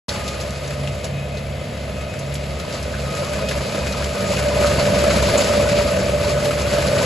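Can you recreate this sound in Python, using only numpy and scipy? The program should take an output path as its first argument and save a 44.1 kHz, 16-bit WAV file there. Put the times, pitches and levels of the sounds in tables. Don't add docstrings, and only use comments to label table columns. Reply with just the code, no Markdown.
import sys
import numpy as np
from scipy import signal
from scipy.fft import rfft, irfft, next_fast_len
from scipy.io import wavfile

SR = 44100
rng = np.random.default_rng(int(sys.argv[2]) if len(sys.argv) > 2 else 0)


def transcribe(u):
    v = np.clip(np.atleast_2d(u).T, -1, 1)
    q = np.round(v * 32767).astype(np.int16)
    wavfile.write(sys.argv[1], SR, q)


N = 310905
TIME, FREQS = np.arange(N) / SR, np.fft.rfftfreq(next_fast_len(N), 1 / SR)

# (time [s], speed [turns per second])
CRANK_SPEED = [(0.15, 34.28), (0.4, 34.41), (0.7, 34.94), (1.7, 35.07), (2.8, 35.04), (3.9, 34.73),
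               (4.9, 34.6), (5.4, 34.52), (5.9, 34.55), (6.4, 34.74), (6.9, 34.57)]
# (time [s], level [dB], depth of the throb [share])
DRONE = [(0.1, -32.5, .15), (1.9, -33.8, .4), (2.5, -34.5, .7), (5.2, -30.3, .75), (7.05, -32, .6)]
# (time [s], level [dB])
DRONE_OCTAVE = [(0.15, -38), (0.5, -35), (0.68, -29.5), (0.91, -28), (1.01, -47), (1.12, -27.5),
                (1.5, -32.5), (2.13, -37), (2.25, -27), (2.8, -37), (3.1, -32), (3.8, -35), (4.8, -29),
                (5.6, -37), (6.5, -30.5)]
# (time [s], throbs [count])
SHAFT_SLIP = [(0, -.3), (2.19, 4), (4.23, 8), (4.9, 9), (5.42, 10), (7.06, 13.1)]
# (pitch [times the crank speed], level against the main note [dB])
CYLINDER_TONES = [(2.5, -7.5), (3, -6.5), (4.5, -16), (5, -14), (6, -13), (7, -15)]
# (frequency [Hz], relative level [dB])
CLATTER_SPECTRUM = [(25, -14), (45, -9), (70, -3), (230, -2), (290, -12), (390, -10.5), (490, -3.5),
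                    (600, 0), (690, -3.5), (760, -11), (910, -19), (1700, -18.5), (2700, -16.5),
                    (4800, -24.5), (6000, -30), (7200, -29), (11000, -34)]
# (frequency [Hz], width [Hz], boost [dB])
BLOCK_RESONANCES = [(990, 70, 4), (1190, 80, 4), (2150, 45, 9)]
# (time [s], level [dB])
GEAR_WHINE = [(0.1, -46), (0.27, -40), (0.55, -47), (0.8, -46), (1.05, -54), (1.7, -62), (2.0, -44.5),
              (2.42, -60), (2.62, -46), (2.98, -47), (3.08, -36), (3.2, -38), (3.33, -47), (4.1, -45),
              (4.27, -36), (4.4, -46), (4.7, -37), (5.3, -47), (6.15, -48), (6.33, -39), (6.6, -49)]
# (time [s], level [dB])
GEAR_WHINE_OCTAVE = [(0.1, -55), (0.28, -43), (0.45, -50), (1.1, -53), (1.2, -43), (1.36, -44), (1.46, -55),
                     (1.95, -53), (2.08, -42.5), (2.19, -52), (2.9, -54), (3.15, -45), (3.3, -52),
                     (3.46, -38), (3.58, -52), (3.93, -39.5), (4.08, -47), (7.05, -50)]
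# (frequency at the usual crank speed [Hz], level [dB])
BELT_TONES = [(1728, -56), (2046, -52.5), (3783, -58)]
# (time [s], chips [dB], gear howl [dB], twigs [dB])
ROTOR_LOAD = [(0.12, -37.5, -39, -33.5), (0.45, -39, -39, -38), (0.9, -40, -37, -39), (1.15, -39, -39, -47),
              (2.1, -38.5, -38, -42.5), (2.45, -39, -40, -41), (2.95, -36, -41, -37),
              (3.45, -30.5, -28.5, -33.5), (3.66, -33, -39, -33.5), (3.78, -30, -26, -32.5),
              (3.95, -34.5, -35, -32.3), (4.25, -30, -27, -31.5), (4.55, -25.7, -21.8, -29),
              (5.2, -23.7, -20, -26), (5.7, -25.2, -22, -27.5), (6.0, -27.7, -22.5, -31),
              (6.5, -28.5, -22, -31), (6.63, -29, -29, -30), (6.72, -28, -22.5, -28.5),
              (7.0, -25.5, -24, -27.5)]
# (time [s], relative peak level [dB], time to fade by 60 dB [s])
BUNDLES = [(0.1, -31, .35), (0.41, -35, .3), (0.88, -38, .35), (1.048, -32, .17), (2.6, -37, .25),
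           (2.745, -34.5, .2), (3.17, -33.5, .6), (3.5, -33, .35), (4.28, -31, .4), (4.33, -28, .35),
           (4.79, -29, .6), (5.24, -28.5, .5), (5.39, -31, .2), (5.79, -28, .4), (6.05, -33, .7),
           (6.45, -32.5, .5), (6.7, -32, .4), (7.02, -30, .4)]
# (frequency [Hz], relative level [dB])
WOOD_SPECTRUM = [(150, -3), (500, 9), (1000, 2), (1800, 1), (2600, 2.5), (3300, -2), (4700, 2),
                 (5900, -4.5), (7200, -3), (9000, -5.5), (11500, -12)]
# (frequency [Hz], relative level [dB])
HOOD_SPECTRUM = [(30, -33), (60, 1.5), (110, 0.5), (200, 1.5), (320, -9.5), (420, -6.5), (500, -1.5),
                 (600, 3.5), (660, 1), (750, -18), (1300, -23), (2500, -18), (5000, -35)]
# (frequency [Hz], width [Hz], boost [dB])
PANEL_RESONANCES = [(428, 14, 7), (520, 30, 4), (657, 16, 3), (853, 16, 9), (938, 34, 8.5), (1250, 80, 15),
                    (1502, 45, 14)]
# (time [s], relative level [dB], centre frequency [Hz], width [octaves])
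SNAPS = [(0.089, -21.5, 4300, .6), (0.279, -27.5, 3900, .7), (0.411, -32, 5000, .6), (0.506, -34, 5300, 1),
         (0.674, -37, 6500, .4), (0.706, -32.5, 1700, 1.8), (0.874, -29, 2850, .3), (1.043, -31, 5500, 1),
         (1.372, -35, 4020, .3), (2.139, -33, 1600, .9), (2.191, -35, 6540, .8), (2.341, -32, 7500, 1.1),
         (2.353, -31, 3700, 1.2), (2.598, -34, 4000, 1), (2.726, -32, 3500, 1), (2.827, -33.5, 5500, 1),
         (2.94, -30, 1510, .05), (3.149, -33, 5200, .7), (3.246, -31.5, 4500, .7), (3.335, -29.5, 1700, 1),
         (3.486, -25, 3300, .9), (3.51, -24.5, 1500, 1.2), (3.923, -29, 4200, .7), (4.022, -27.5, 1600, .7),
         (4.043, -27, 3300, 1.1), (4.339, -27, 4000, 1.2), (4.645, -22.5, 1270, .08),
         (4.853, -23.5, 1900, .9), (5.376, -20.5, 7200, .07), (6.292, -29.5, 4500, .5),
         (6.447, -29, 4500, 1.4), (6.508, -25, 1400, .7)]
# (time [s], relative level [dB])
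STEM_BLOWS = [(3.779, -24), (4.564, -16), (4.792, -17), (5.066, -11), (5.337, -13), (5.577, -15),
              (5.855, -16), (5.955, -16), (6.915, -15)]
# (frequency [Hz], relative level [dB])
BOOM_NOTES = [(72, -6), (205, -9), (522, -7), (575, -2), (618, -2)]
# (frequency [Hz], likeness [0 to 1], left minus right [dB])
STEREO_IMAGE = [(100, 0.93, 0), (300, 0.98, -0.5), (570, 0.86, -0.6), (900, 0.51, -.9), (1470, 0.77, .5),
                (2530, 0.47, 4), (4020, 1, -0.3), (5270, 0.28, 2), (6600, 1, -0.2), (8050, 1, 0)]
# (frequency [Hz], phase lead [radians])
LEFT_LEAD = [(300, -.15), (600, -.7), (950, 0), (2000, .4), (3900, 0), (7500, 0), (8500, -np.pi),
             (9600, -np.pi), (10400, -2 * np.pi)]

USUAL_CRANK_HZ, USUAL_LOAD_DB = 35.03, -34
TIMING_TEETH, ROTOR_GEAR_TEETH, CUTTER_ROWS = 36, 18, 6


def amp(db):
    return 10 ** (np.asarray(db) / 20)


def unit(x):
    return x / np.sqrt(np.mean(x ** 2) + 1e-20)


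def curves(rows):
    times, *columns = np.transpose(rows)
    return [np.interp(TIME, times, column) for column in columns]


def spectra(rows):
    hz, *columns = np.transpose(rows)
    return [np.interp(np.log(FREQS + 1), np.log(hz), column) for column in columns]


def filtered(x, gain):
    size = next_fast_len(N)
    return irfft(rfft(x, size) * gain, size)[..., :N]


def colour(x, spectrum, resonances=()):
    peaks_db = sum(db / (1 + (2 * (FREQS - hz) / width) ** 2) for hz, width, db in resonances)
    return unit(filtered(x, amp(spectra(spectrum)[0] + peaks_db)))


def wander(rate_hz):
    return unit(filtered(rng.standard_normal(N), np.exp(-(FREQS / rate_hz) ** 2)))


def hiss():
    return rng.standard_normal((2, N))


def bursts(per_s, spread_db, t60):
    sizes = amp(spread_db * np.minimum(rng.exponential(1, N), 3.5))
    cracks = sizes * (rng.random(N) < per_s / SR)
    power_kept = amp(-120 / (t60 * SR))
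    return unit(np.sqrt(signal.lfilter([1], [1, -power_kept], cracks ** 2)))


def tone(turns, multiple, rough, rough_hz, beat=1):
    shake = (1 + rough * (wander(rough_hz) + 1j * wander(rough_hz))) / np.sqrt(.5 + rough ** 2)
    return (beat * shake * np.exp(2j * np.pi * (multiple * turns + rng.random()))).real


def exhaust(crank):
    (drone_db, depth), (octave_db,) = curves(DRONE), curves(DRONE_OCTAVE)
    twigs_db = curves(ROTOR_LOAD)[2]
    strain = amp(.8 * (twigs_db - USUAL_LOAD_DB))
    slip = np.exp(-2j * np.pi * curves(SHAFT_SLIP)[0])
    throb = 1 - depth * slip - .22 / slip ** 2
    drone = amp(drone_db) * tone(crank, 2, rough=.17 * strain, rough_hz=10, beat=throb)
    octave = amp(octave_db) * tone(crank, 4, rough=.25 * strain, rough_hz=8)
    uneven = sum(amp(db) * tone(crank, k, rough=.35, rough_hz=3.5) for k, db in CYLINDER_TONES)
    return drone + octave + amp(drone_db) * uneven


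def engine_clatter(crank):
    knock = 1 + .56 * np.exp(-(2 * crank % 1) / .18)
    return amp(-32) * colour(hiss() * knock, CLATTER_SPECTRUM, BLOCK_RESONANCES)


def engine_whine(crank):
    (gears_db,), (octave_db,) = curves(GEAR_WHINE), curves(GEAR_WHINE_OCTAVE)
    gears = amp(gears_db) * tone(crank, TIMING_TEETH, rough=.4, rough_hz=28)
    octave = amp(octave_db) * tone(crank, 2 * TIMING_TEETH, rough=.5, rough_hz=22)
    belts = sum(amp(db) * tone(crank, hz / USUAL_CRANK_HZ, rough=.45, rough_hz=6)
                for hz, db in BELT_TONES)
    return gears + octave + belts


def rotor_drive(rotor, crank):
    _, howl_db, twigs_db = curves(ROTOR_LOAD)
    ripple = 1 + .2 * np.cos(2 * np.pi * 2 * crank) + .24 * np.cos(2 * np.pi * crank / 2)
    flutter_db = 1.9 * wander(12)
    howl = amp(howl_db - 1 + flutter_db) * ripple * tone(rotor, ROTOR_GEAR_TEETH, rough=.25, rough_hz=24)
    hum_db = -38.5 + .65 * (twigs_db - USUAL_LOAD_DB)
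    return howl + amp(hum_db) * tone(rotor, CUTTER_ROWS, rough=.45, rough_hz=7)


def brush_feed(steady_db):
    power = amp(steady_db) ** 2
    for start, db, t60 in BUNDLES:
        before, after = np.maximum(start - TIME, 0), np.maximum(TIME - start, 0)
        rise = np.exp(-before / .012)
        power += (rise * amp(db - 60 * after / t60)) ** 2
    return 10 * np.log10(power)


def twig_clumps(x, patchy_db, rate_hz, bands=6):
    place = np.interp(np.log(FREQS + 1), np.log([1000, 11000]), [0, bands - 1])
    parts = (filtered(x, np.maximum(1 - abs(place - k), 0)) for k in range(bands))
    return unit(sum(part * amp(patchy_db * wander(rate_hz)) for part in parts))


def mulching(rotor):
    chips_db, _, twigs_db = curves(ROTOR_LOAD)
    feed_db = brush_feed(twigs_db)
    bite = 1 + .069 * np.cos(2 * np.pi * rotor)
    twigs = bursts(per_s=200, spread_db=1.9, t60=.17)
    splinters = bursts(per_s=1200, spread_db=2.55, t60=.0037)
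    tearing = unit(hiss() * twigs) + .73 * unit(hiss() * splinters * twigs) + .98 * hiss()
    chips = hiss() * bursts(per_s=500, spread_db=2.6, t60=.019) * bite + .5 * unit(tearing)
    clumps = twig_clumps(tearing * bite, patchy_db=1.3, rate_hz=24)
    shredding = amp(feed_db + 1.9) * colour(clumps, WOOD_SPECTRUM)
    drumming = amp(chips_db + 3.4) * colour(chips, HOOD_SPECTRUM, PANEL_RESONANCES)
    return shredding + drumming + tumbling_sticks(feed_db)


def tumbling_sticks(feed_db, lengths=20, hits_per_s=4, ring_cycles=6):
    t, out = np.arange(SR // 20) / SR, np.zeros((2, N))
    for hz in np.geomspace(950, 2600, lengths):
        fade = np.exp(-hz * t / ring_cycles)
        note = np.sin(2 * np.pi * hz * rng.uniform(.95, 1.04) * t) * fade / np.sqrt(hz)
        hits = (rng.random((2, N)) < hits_per_s / SR) * amp(5 * rng.random((2, N)))
        out += signal.oaconvolve(hits, note[None], axes=1)[:, :N]
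    starved_db = np.minimum(feed_db - USUAL_LOAD_DB, 0)
    return amp(feed_db + starved_db - 6.3) * unit(out)


def branch_snaps():
    out = np.zeros((2, N))
    fibres = unit(hiss() * bursts(per_s=2000, spread_db=2, t60=.006))
    for start, db, centre_hz, octaves in SNAPS:
        t60 = .075 + .08 * np.exp(-abs(octaves) / .2)
        at = round(start * SR)
        run = fibres[:, at:at + SR // 8]
        t = np.arange(run.shape[1]) / SR
        edges_hz = centre_hz * 2 ** (np.array([-1, 1]) * (abs(octaves) / 2 + .02))
        band = signal.butter(1, np.clip(edges_hz, 100, 15000), "bandpass", fs=SR)
        crack = signal.lfilter(*band, run) * amp(-60 * t / t60)
        opening_strength = crack[:, :SR // 100].std(axis=1, keepdims=True)
        out[:, at:at + len(t)] += amp(db - 1) * crack / opening_strength
    return out


def panel_ring(hz=843, db=-35, t60=1.2):
    after = np.maximum(TIME - SNAPS[0][0], 0)
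    return amp(db - 60 * after / t60) * np.sin(2 * np.pi * hz * after)


def stem_blows(rise_s=.003, t60=.16):
    t, out = np.arange(SR) / SR, np.zeros(N + SR)
    notes = sum(amp(db) * np.sin(2 * np.pi * hz * t) for hz, db in BOOM_NOTES)
    boom = (1 - np.exp(-t / rise_s)) * amp(-60 * t / t60) * notes
    for start, db in STEM_BLOWS:
        out[round(start * SR):][:SR] += amp(db + 1) * boom
    return out[:N]


def microphone(noises, tones):
    (likeness, balance_db), (lead,) = spectra(STEREO_IMAGE), spectra(LEFT_LEAD)
    angle = np.arccos(np.clip(likeness, -1, 1)) / 2
    shared = filtered(noises[0], np.cos(angle)) + tones
    apart = filtered(noises[1], np.sin(angle))
    tilt = amp(balance_db / 2)
    left = filtered(shared + apart, tilt)
    right = filtered(shared - apart, np.exp(-1j * lead) / tilt)
    return np.array([left, right])


def scene():
    crank = np.cumsum(curves(CRANK_SPEED)[0]) / SR
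    rotor = .9387 * crank
    whine = engine_whine(crank)
    noises = engine_clatter(crank) + mulching(rotor) + branch_snaps()
    tones = exhaust(crank) + whine + rotor_drive(rotor, crank) + panel_ring() + stem_blows()
    return microphone(noises, tones)


def record(dry, start_s=.083, cutoff_hz=11850):
    lowpass = signal.firwin(511, cutoff_hz, window=("kaiser", 9), fs=SR)
    return signal.oaconvolve(dry * (TIME > start_s), lowpass[None], "same")


dry = scene()
out = record(dry)
transcribe(out)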